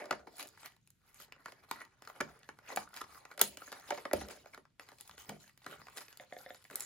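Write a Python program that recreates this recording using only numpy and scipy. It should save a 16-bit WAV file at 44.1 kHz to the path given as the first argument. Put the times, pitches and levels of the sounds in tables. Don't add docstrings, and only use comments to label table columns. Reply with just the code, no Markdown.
import sys
import numpy as np
from scipy import signal
from scipy.io import wavfile

SR = 44100
rng = np.random.default_rng(int(sys.argv[2]) if len(sys.argv) > 2 else 0)


def attenuation_scalar(level_db):
    decades = np.asarray(level_db, float) / 20
    return 10 ** decades


def persist_wave(psi):
    counts = np.round(np.clip(psi, -1, 1) * 32767).astype(np.int16)
    wavfile.write(sys.argv[1], SR, np.atleast_2d(counts).T)


N = 302085

PORT_LAG = [2, 2, 2, 1]


def package():
    # (frequency [Hz], relative level [dB], t60 [s])
    hollow = [(243.4, -9.5, 0.015), (312, -4, 0.032), (388, -4, 0.045), (470, -5, 0.03),
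              (519.4, -0.5, 0.033), (592, 1, 0.044), (682, -1, 0.031)]
    # (frequency [Hz], relative level [dB], t60 [s])
    panel = [(806, -3, 0.022), (919, -4, 0.023), (1078, -8.5, 0.036), (1210, 2, 0.015), (1430, 4.5, 0.014),
             (1688, 1, 0.013), (1926, -0.5, 0.018), (2220, -0.5, 0.016), (2380, -5, .008)]
    # (frequency [Hz], relative level [dB], t60 [s])
    tray = [(2530, 4, 0.0035), (3050, -1.5, 0.0085), (3450, -12, 0.024), (3754, -4, 0.011),
            (4155, 1, 0.009), (4770, 4.5, 0.0053), (5166, -3.5, 0.011), (5903, -9.5, 0.018),
            (6552, 1, 0.0076)]
    # (frequency [Hz], relative level [dB], t60 [s])
    film = [(7030, -5.5, 0.0096), (7980, -1.5, 0.0026), (10055, -1.5, 0.0013), (10040, -2, 0.0057),
            (10900, -2, 0.011), (11880, 1.5, 0.008), (12200, -2.5, 0.0025), (13330, -4.5, 0.0059),
            (14390, 7, 0.0026), (16000, -1.5, 0.004)]
    # (hit trim [dB], rubbing trim [dB], nominal slip rate [1/s],
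    # spread of slip size [dB], share heard alike left and right [0-1], stretch of a hit's slips in time [ratio])
    touches = [(-2.5, -4, 1200, 3.5, 0.94, 2.3935), (-2, -2.5, 2000, 3.5, 0.75, 1.525),
               (1.5, -1.5, 5000, 3.5, 0.45, 1.4), (7, 6, 5700, 3, 0.35, 1.2)]
    base_ms, length_spread = 2.3, 0.15
    doubling_db = 45
    box_low_hz = 204

    s, hit_db, spot_hz = snaps_and_cracks()
    t, rub_db = pressure(s, hit_db)
    small_s, small_db, small_hz = crackles(t, rub_db)
    s = np.append(s, small_s)
    hit_db = np.hstack([hit_db, small_db])
    spot_hz = np.append(spot_hz, small_hz)

    chance = np.exp(length_spread * rng.standard_normal(len(s)))
    length_ms = base_ms * 2 ** ((hit_db[0] + 55) / doubling_db) * chance
    clumps = attenuation_scalar(4.5 * drift(55))
    out = taps()
    for k, (modes, touch) in enumerate(zip([hollow, panel, tray, film], touches)):
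        hit_trim_db, rub_trim_db, per_s, spread_db, alike, drag = touch
        struck = hits(s, length_ms, spot_hz, modes, hit_db[k] + hit_trim_db, drag, PORT_LAG[k])
        rub_level = attenuation_scalar(rub_trim_db + np.interp(np.arange(N) / SR, t, rub_db[k]))
        rubbed = rub_level * rubbing(modes, per_s, spread_db, alike, PORT_LAG[k], clumps)
        out = out + soft(struck + rubbed, modes)
    return signal.sosfilt(signal.butter(4, box_low_hz, "high", fs=SR, output="sos"), out)


def snaps_and_cracks():
    # (time [s], hollow box level [dB], card panel level [dB], plastic level [dB],
    # frequency near which the touched spot of card rings best [Hz]); levels before the trims of the parts
    strikes = [(0.0406, -46, -44, -51, 290), (0.0561, -58, -46, -47, 1430), (0.1086, -22, -22, -28.5, 1310),
               (0.1257, -32, -27, -39.5, 660), (0.2706, -36.5, -42, -59.5, 840),
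               (0.3947, -51.5, -44, -37, 1420), (0.4264, -44, -45.5, -38.5, 1230),
               (0.6307, -75, -46, -50, 790), (0.6585, -58.5, -47, -40.5, 1430),
               (0.7643, -77.5, -63, -60.5, 950), (1.3225, -75.5, -43.5, -45, 2530),
               (1.4581, -46.5, -34, -42, 1590), (1.4822, -49.5, -48.5, -54, 1350),
               (1.521, -52, -49, -48.5, 1090), (1.7118, -58.5, -25.5, -28, 1030),
               (1.803, -50, -56, -53, 2250), (1.8142, -51, -40, -48, 2030), (1.8504, -75, -54, -51.5, 1430),
               (2.021, -62.5, -50.5, -48, 1360), (2.0505, -75, -59.5, -54, 2100),
               (2.0739, -51, -41, -44.5, 1250), (2.0983, -51, -39.5, -49.5, 1270),
               (2.1606, -53, -52, -58, 513.6), (2.2035, -27, -25, -33, 1430),
               (2.209, -29, -25.5, -32.5, 1610), (2.4896, -83.5, -34, -43.5, 1280),
               (2.5876, -85, -47.5, -51.5, 1400), (2.7717, -33, -22.5, -30.5, 760),
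               (2.941, -78.5, -51.5, -45.5, 1140), (2.9636, -58.5, -49, -40, 1240),
               (2.9714, -52.5, -39, -42, 1430), (3.0134, -44.5, -31.5, -35.5, 1210),
               (3.04, -57.5, -43, -51, 1145), (3.1462, -84, -54, -55, 1390),
               (3.2518, -70.5, -38.5, -46, 1250), (3.3132, -50, -44, -50, 1300),
               (3.3767, -41.5, -41, -39, 1360), (3.3934, -57, -33.5, -33, 1360),
               (3.4135, -26, -29, -11, 1430), (3.4364, -45, -58.5, -39, 661.9),
               (3.5711, -43, -45.5, -39.5, 2250), (3.6193, -52, -45.5, -52, 1310),
               (3.677, -46.5, -42, -69, 1320), (3.7181, -44.5, -43.5, -41.5, 1366),
               (3.7255, -44, -36.5, -39.5, 1470), (3.9049, -29, -22.5, -32, 843),
               (3.9203, -29.5, -32, -53, 640), (3.9745, -39.5, -33.5, -43, 827.2),
               (3.981, -36, -36, -46, 880), (4.0524, -30.5, -26, -41, 1080),
               (4.1111, -36.5, -31.5, -50.5, 400), (4.1323, -19, -25, -26.5, 534),
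               (4.2107, -34, -37, -40, 1690), (4.2849, -49, -42.5, -40.5, 585),
               (4.4576, -44.5, -41.5, -54, 684), (4.5451, -53.5, -42.5, -43, 1430),
               (4.5757, -42.5, -45, -54, 1270), (4.6527, -86.5, -56, -65, 1430),
               (4.7957, -59, -45, -43.5, 2088), (4.8878, -74, -50.5, -49.5, 1742),
               (4.9169, -47.5, -47, -55, 870), (5.0942, -64.5, -55, -47, 1454),
               (5.1789, -63, -47, -46.5, 1350), (5.2926, -37, -32.5, -34.5, 910),
               (5.4943, -76, -58, -59, 1900), (5.6633, -43, -36.5, -39.5, 1700),
               (5.815, -52.5, -46, -63, 1210), (5.8688, -66.5, -45, -50, 876),
               (5.883, -58.5, -42.5, -51.5, 1110), (5.9717, -66, -43.5, -36, 2200),
               (5.9827, -75.5, -39.5, -37.5, 560), (6.0067, -64, -46.5, -44.5, 1710),
               (6.082, -58.5, -49.5, -48, 2590), (6.1267, -65, -56, -49.5, 1710),
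               (6.6502, -68, -49.5, -53, 2090), (6.6999, -50.5, -42.5, -56, 2220),
               (6.7099, -43, -49, -45.5, 1265)]
    # (time [s], film level [dB], tray against film [dB]); levels before the trims
    film_cracks = [(0.368, -44.5, -20.5), (0.382, -43, -16), (.472, -44, -11.5), (0.4787, -51, -1),
                   (0.4877, -45.5, -16), (.874, -55, -5), (0.9036, -51, -11.5), (1.144, -51, -8),
                   (2.391, -54, -20), (2.431, -65, 16), (2.754, -52, -16), (2.7606, -25, -12),
                   (2.89, -54, -13.5), (3.7973, -51, 2), (4.9845, -53.5, 4), (5.009, -37, -9.5),
                   (5.0763, -47, -9), (5.1106, -57, 13.5), (5.4778, -57, 1), (5.5758, -50.5, -3),
                   (5.644, -59, 10.5), (5.7108, -47.5, -1.5), (5.966, -46, -5.5), (5.978, -36.5, -0.5),
                   (6.1725, -41, -6.5), (6.413, -53.5, -4), (6.624, -57.5, -0.5), (6.6412, -54, -2.5),
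                   (6.7565, -24, -12.5), (6.7977, -38, -17), (6.8056, -26.5, -22), (6.8233, -34, -17)]
    box_db, card_db, crack_spot_hz = -20, -12.5, 1900

    hit_s, *levels, spot_hz = np.transpose(strikes)
    crack_s, film_db, tray_over_film_db = np.transpose(film_cracks)
    tray_db = film_db + tray_over_film_db
    crack_db = [tray_db + box_db, tray_db + card_db, tray_db, film_db]
    s = np.append(hit_s, crack_s)
    hit_db = np.hstack([with_film(*levels), crack_db])
    return s, hit_db, np.append(spot_hz, np.full_like(crack_s, crack_spot_hz))


def with_film(box_db, card_db, plastic_db):
    film_db = plastic_db - 3.5 + 0.35 * (plastic_db - card_db)
    return np.array([box_db, card_db, plastic_db, film_db])


def hits(s, length_ms, spot_hz, modes, level_db, drag, lag, colour_db=2.5, spot_db=9.0, count=8):
    out = np.zeros((2, N))
    for hz, mode_db, t60 in modes:
        when, sign = rng.random((2, len(s), count))
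        colour, pan, turn = rng.standard_normal((3, len(s), 1))
        favour_db = spot_db * np.exp(-(np.log2(hz / spot_hz) / 0.27) ** 2)
        late = lag + np.round(0.066 * turn * SR / hz).astype(int)
        start = s[:, None] + 0.9 / hz
        at = np.round((start + drag * (when - 0.15) * length_ms[:, None] / 1000) * SR).astype(int)

        envelope = when / 0.31 * np.exp(1 - when / 0.29)
        height = attenuation_scalar((level_db + mode_db + favour_db)[:, None] + colour_db * colour)
        size = height * envelope * np.sign(sign - 0.5)
        joint = np.abs(np.sum(size * np.exp(2j * np.pi * hz * at / SR), axis=1, keepdims=True))
        size = size * np.clip(np.linalg.norm(size, axis=1, keepdims=True) / (joint + 1e-12), 0.5, 2)

        lean = attenuation_scalar(pan)
        clicks = np.zeros((2, N + 999))
        np.add.at(clicks[0], at, size * lean)
        np.add.at(clicks[1], at + late, size / lean)
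        out += ring(clicks[:, :N], hz, t60)
    return out / np.sqrt(len(modes) * count / 2)


def ring(clicks, hz, t60):
    r = attenuation_scalar(-60 / (t60 * SR))
    w = 2 * np.pi * hz / SR
    return signal.lfilter([0, np.sin(w)], [1, -2 * r * np.cos(w), r * r], clicks + 1e-18)


def pressure(hit_s, hit_db):
    # (peak time [s], card level [dB], time to swell by 20 dB [s],
    # time to fade by 20 dB [s], plastic against card [dB]); times under 1 ms act as 1 ms
    strokes = [(0.0, -42, .05, 0.0333, -12.5), (.17, -57.5, 8, 0.08, -11), (.27, -63.5, -1.5, 0.13, -6),
               (.41, -53.5, 0.07, .07, 1.5), (.475, -62.5, 0.23, 0.06, -1.5),
               (0.662, -54.5, 0.12, 0.0788, -2.5), (.88, -90, 0.3, 0.5, 4.5), (1.08, -69, 0.06, 0.39, -3.5),
               (1.219, -57.5, 0.0622, 0.0475, 2.5), (1.35, -63, 0.2, 0.3, -20.5),
               (1.501, -58.5, 0.11, 0.05, -3), (1.652, -63, 0.28, -0.05, -9.5), (1.75, -60, 0.09, 0.08, -5),
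               (1.811, -54, 0.12, 0.07, -10), (1.94, -70, 0.6, .06, -12), (2.029, -67, 0.0421, 0.9, -7),
               (2.12, -62.5, 0.18, 0.8, -6), (2.248, -57.5, .15, 0.15, -11), (2.5, -51.5, -0.0243, 0, -8.5),
               (2.621, -65, 0.1, 1.2, -20), (2.69, -56.5, -0.07, 0.27, -14), (2.73, -43, .07, 0.02, -7),
               (2.778, -51.5, 0.0137, 0.11, -3), (2.88, -68, -0.1, 1.1, -5), (2.975, -48, .06, .05, -3),
               (3.019, -50.5, 0.04, -0.06, -6), (3.181, -56.5, 0.18, 0.04, -2.5),
               (3.23, -62.5, .1, 0.1, -14.5), (3.33, -58, .05, -0.1, -8), (3.4, -39.5, 0.007, 0.04, -8),
               (3.448, -61.5, 0.02, 0.11, 9), (3.579, -57.5, -0.25, 0.74, -3.5),
               (3.719, -52, -0.2, 0.25, -6.5), (3.888, -50.5, 0.05, 0.2117, -4),
               (3.98, -61, 0.2, 0.13, -12), (4.169, -46.5, 0.03, .13, -3.5),
               (4.298, -51.5, -0.04, 0.13, -2), (4.47, -65, -0.9, 0.1772, -3),
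               (4.54, -46.5, 0.0133, 0.02, -12.5), (4.809, -55.5, .02, 0.08, -7),
               (4.92, -64, 0.11, 0.26, -4), (5.01, -68, .15, 0.375, -0.5),
               (5.109, -61.5, -0.02, 0.22, -3.5), (5.2, -58.5, 0.04, .17, 0), (5.299, -57, 0.04, .1, -4.5),
               (5.43, -67.5, 0.16, 0.13, 3), (5.61, -69, .05, 0.8, -1.5), (5.68, -59, 0.02, 0.33, -3.5),
               (5.789, -56.5, 0.18, 0.08, -11), (5.978, -53, 0.0738, 0.09, 0.5), (6.1, -67, 0.13, 0.4, -3),
               (6.208, -55, -0.03, 0.05, -4), (6.338, -65, 0.08, 0.44, 0), (6.489, -61.5, -0.3, 0.17, -1),
               (6.66, -66, -0.5, 0, 1), (6.729, -50.5, -0.0049, 0.17, -13), (6.81, -66, 0.17, 1.12, 8.5)]
    # (peak time [s], level [dB], time to fade by 20 dB [s])
    slides = [(0.0, -43, 0.12), (.15, -54.5, 0.34), (0.419, -54, .06), (1.53, -59, -0.13), (2.1, -62, 0.45),
              (2.24, -52, 0.1), (2.73, -47, 0.0917), (3.4, -47.5, 0.2), (3.98, -58.5, 0.22),
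              (4.17, -49, 0.29), (4.29, -55.5, 0.2), (5.16, -61, -0.2), (5.305, -49, 0.11),
              (5.68, -55, 0.08), (5.98, -53.5, 0.05), (6.37, -62, 0), (6.74, -53, .09)]
    slide_rise_s = 0.04
    box_rub_db, box_rub_lean = -12.5, -0.27
    settle_db = np.array([-26, -36.5, -30.5, -38])
    settle_rise_s, settle_fade_s = 0.0063, 0.088

    t = np.arange(N * 1000 // SR + 2) / 1000
    s, card_db, rise, fall, plastic_db = np.transpose(strokes)
    box_db = card_db + box_rub_db + box_rub_lean * plastic_db
    stroke_db = with_film(box_db, card_db, card_db + plastic_db)
    power = attenuation_scalar(2 * stroke_db) @ swell(t, s, rise[:, None], fall[:, None])

    since = np.maximum(t - hit_s[:, None], 0)
    settle = attenuation_scalar(-40 * since / settle_fade_s) * (1 - np.exp(-since / settle_rise_s)) ** 2
    power += attenuation_scalar(2 * (hit_db + settle_db[:, None])) @ settle

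    s, slide_db, fall = np.transpose(slides)
    power[0] += attenuation_scalar(2 * slide_db) @ swell(t, s, slide_rise_s, fall[:, None])
    return t, 10 * np.log10(power + 1e-13)


def swell(t, s, rise, fall):
    roundness = 1.23
    since = t - s[:, None]
    span = np.maximum(np.where(since < 0, rise, fall), 1e-3)
    return attenuation_scalar(-40 * np.abs(since / span) ** roundness)


def rubbing(modes, per_s, spread_db, alike, lag, clumps, wander_db=4.5):
    grip = SR // 16
    size = attenuation_scalar(spread_db * np.minimum(rng.exponential(1, (3, N)), 4))
    draw = rng.uniform(-1, 1, (3, N))
    slips = size * np.sign(draw) * (np.abs(draw) < per_s * clumps / SR)
    shared = np.array([slips[0], np.roll(slips[0], lag)])
    slips = np.sqrt(alike) * shared + np.sqrt(1 - alike) * slips[1:]

    dealt = np.repeat(rng.integers(0, len(modes), N // 16 + 1), 16)[:N]
    grips = rng.standard_normal((len(modes), N // grip + 1))
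    slips = slips * attenuation_scalar(wander_db * grips)[dealt, np.arange(N) // grip]
    out = np.zeros((2, N))
    for k, (hz, mode_db, t60) in enumerate(modes):
        out += attenuation_scalar(mode_db) * ring(slips * (dealt == k), hz, t60)
    return rms_one(out)


def drift(rate):
    knots = rng.standard_normal(int(N / SR * 60) + 2)
    return rms_one(np.interp(np.arange(N) / SR * rate, np.arange(len(knots)), knots))


def rms_one(x):
    return x / np.sqrt(np.mean(x ** 2) + 1e-30)


def crackles(t, rub_db, count=70):
    offset_db, spread_db, colour_db = 3, 3.5, 4
    when, size, spot = rng.random((count, 3)).T
    s = when * (N / SR - 0.02)
    colour = rng.standard_normal((count, 4)).T
    over_db = offset_db - spread_db * np.log(1 - 0.98 * size) + colour_db * colour
    level_db = np.array([np.interp(s, t, db) for db in rub_db]) + over_db
    return s, level_db, 600 * 4.0 ** spot


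def soft(x, modes):
    cutoff_hz = min(2.0 * modes[-1][0], 0.45 * SR)
    return signal.sosfilt(signal.butter(2, cutoff_hz, fs=SR, output="sos"), x)


def taps():
    # (time [s], level before the mode levels [dB])
    touches = [(6.198, -40.5), (6.236, -51.5), (6.324, -38), (6.366, -39.5), (6.462, -40), (6.505, -39)]
    # (frequency [Hz], relative level [dB], t60 [s])
    shell = [(522.4, -12.5, 0.14), (586, -10.5, 0.064), (716, -7, 0.044), (1803, -3.5, 0.015),
             (2120, -10.5, 0.03), (3550, -5.5, 0.00734)]
    s, db = np.transpose(touches)
    out = np.zeros(N)
    for hz, mode_db, t60 in shell:
        late = rng.random(len(s)) / hz
        at = np.round((s + late) * SR).astype(int)
        clicks = np.zeros(N)
        clicks[at] = attenuation_scalar(db + mode_db + 2.34 * rng.standard_normal(len(s)))
        out += ring(clicks, hz, t60)
    return np.array([out, np.roll(out, PORT_LAG[0])])


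def thuds(swell_s=0.0051):
    # (time [s], floor level [dB], rug hollow level [dB], box bottom level [dB])
    pushes = [(0.109, -65, -66, -62), (2.216, -62, -56, -79), (2.492, -88, -76, -78),
              (2.769, -68.5, -74, -57), (3.027, -68.5, -73.5, -79.5), (3.42, -64, -58.5, -51),
              (3.907, -72, -74, -74), (4.139, -46.5, -52.5, -48.5), (4.21, -83, -68.5, -55),
              (5.095, -66.5, -74, -72.5), (5.288, -68, -53, -50), (5.663, -77, -61.5, -65.5),
              (5.781, -68, -65, -69.5), (6.699, -77, -77, -80)]
    # (frequency [Hz], t60 [s])
    low_modes = [(72, 0.18), (128, 0.18), (203, 0.25)]
    twin_ratio, twin_db = 1.17, -5.5

    s, *levels = np.transpose(pushes)
    out = np.zeros(N)
    for (hz, t60), db in zip(low_modes, levels):
        rebound_s = s + rng.uniform(0.015, 0.045, len(s))
        clicks = np.zeros(N)
        clicks[np.round(s * SR).astype(int)] = attenuation_scalar(db + 6)
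        clicks[np.round(rebound_s * SR).astype(int)] = attenuation_scalar(db - 5.5)
        for pitch_hz, gain in [(hz, 1), (hz * twin_ratio, attenuation_scalar(twin_db))]:
            quick = ring(clicks, pitch_hz, swell_s * np.log(1000))
            out += gain * (ring(clicks, pitch_hz, t60) - quick)
    return out


def room(x):
    # (frequency [Hz], t60 [s])
    decay = [(100, 0.48), (400, 0.18), (1500, 0.14), (5000, 0.18), (14000, 0.1)]
    level_db, gap_s = -7.5, 0.0014
    t = np.arange(SR // 2) / SR
    tail = np.zeros((2, len(t)))
    for hz, (mid, side) in bands(rng.standard_normal((2, 2, len(t)))):
        tail += pair(hz, mid, side) * attenuation_scalar(-60 * t / at_hz(decay, hz))
    tail = tail * (1 - np.exp(-(t / gap_s) ** 2))
    tail = tail / np.sqrt(np.sum(tail ** 2, axis=1, keepdims=True))
    mono = x.mean(axis=0, keepdims=True)
    return attenuation_scalar(level_db) * signal.fftconvolve(mono, tail, axes=1)[:, :N]


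def hum():
    # (frequency [Hz], relative density [dB per Hz])
    spectrum = [(18, -32), (30, -0.5), (81, -7), (100, -1), (124, 0), (962, -38), (1430, -26),
                (3310, -28.5), (11400, -38), (12600, -57), (16000, -41)]
    out = np.zeros((2, N))
    for hz, (mid, side) in bands(rng.standard_normal((2, 2, N))):
        out += attenuation_scalar(at_hz(spectrum, hz)) * pair(hz, mid, side)
    return attenuation_scalar(-75) * rms_one(out)


def bands(white):
    edges = 30 * 2 ** np.arange(0, 9.6, 0.5)
    for k, (low, high) in enumerate(zip(edges, edges[1:])):
        sos = signal.butter(2, [low, high], "band", fs=SR, output="sos")
        yield np.sqrt(low * high), signal.sosfilt(sos, white[k % 2])


def pair(hz, mid, side):
    # (frequency [Hz], left-right correlation [0-1])
    likeness = [(60, 1), (300, 0.41), (700, 0.11), (3000, 0.4), (8000, 0.026)]
    alike = at_hz(likeness, hz)
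    return np.sqrt(1 + alike) * mid + np.sqrt(1 - alike) * side * [[1], [-1]]


def at_hz(points, hz):
    table_hz, value = np.transpose(points)
    return np.interp(np.log(hz), np.log(table_hz), value)


def scene():
    near = package() + thuds()
    return near + room(near) + hum()


def roll_off(x):
    return signal.sosfilt(signal.butter(12, 16660, fs=SR, output="sos"), x)


def record(dry):
    low_hz, top_hz = 40.7, 16600
    dip_hz, dip_width_hz, dip_share = 13110, 3830, 0.87
    shaped = signal.sosfilt(signal.butter(2, low_hz, "high", fs=SR, output="sos"), dry)
    shaped = signal.sosfilt(signal.cheby2(8, 40, top_hz, fs=SR, output="sos"), shaped)
    dip_band = signal.lfilter(*signal.iirpeak(dip_hz, dip_hz / dip_width_hz, fs=SR), shaped)
    mix = shaped - dip_share * dip_band
    return roll_off(mix)


dry = scene()
out = record(dry)
persist_wave(out)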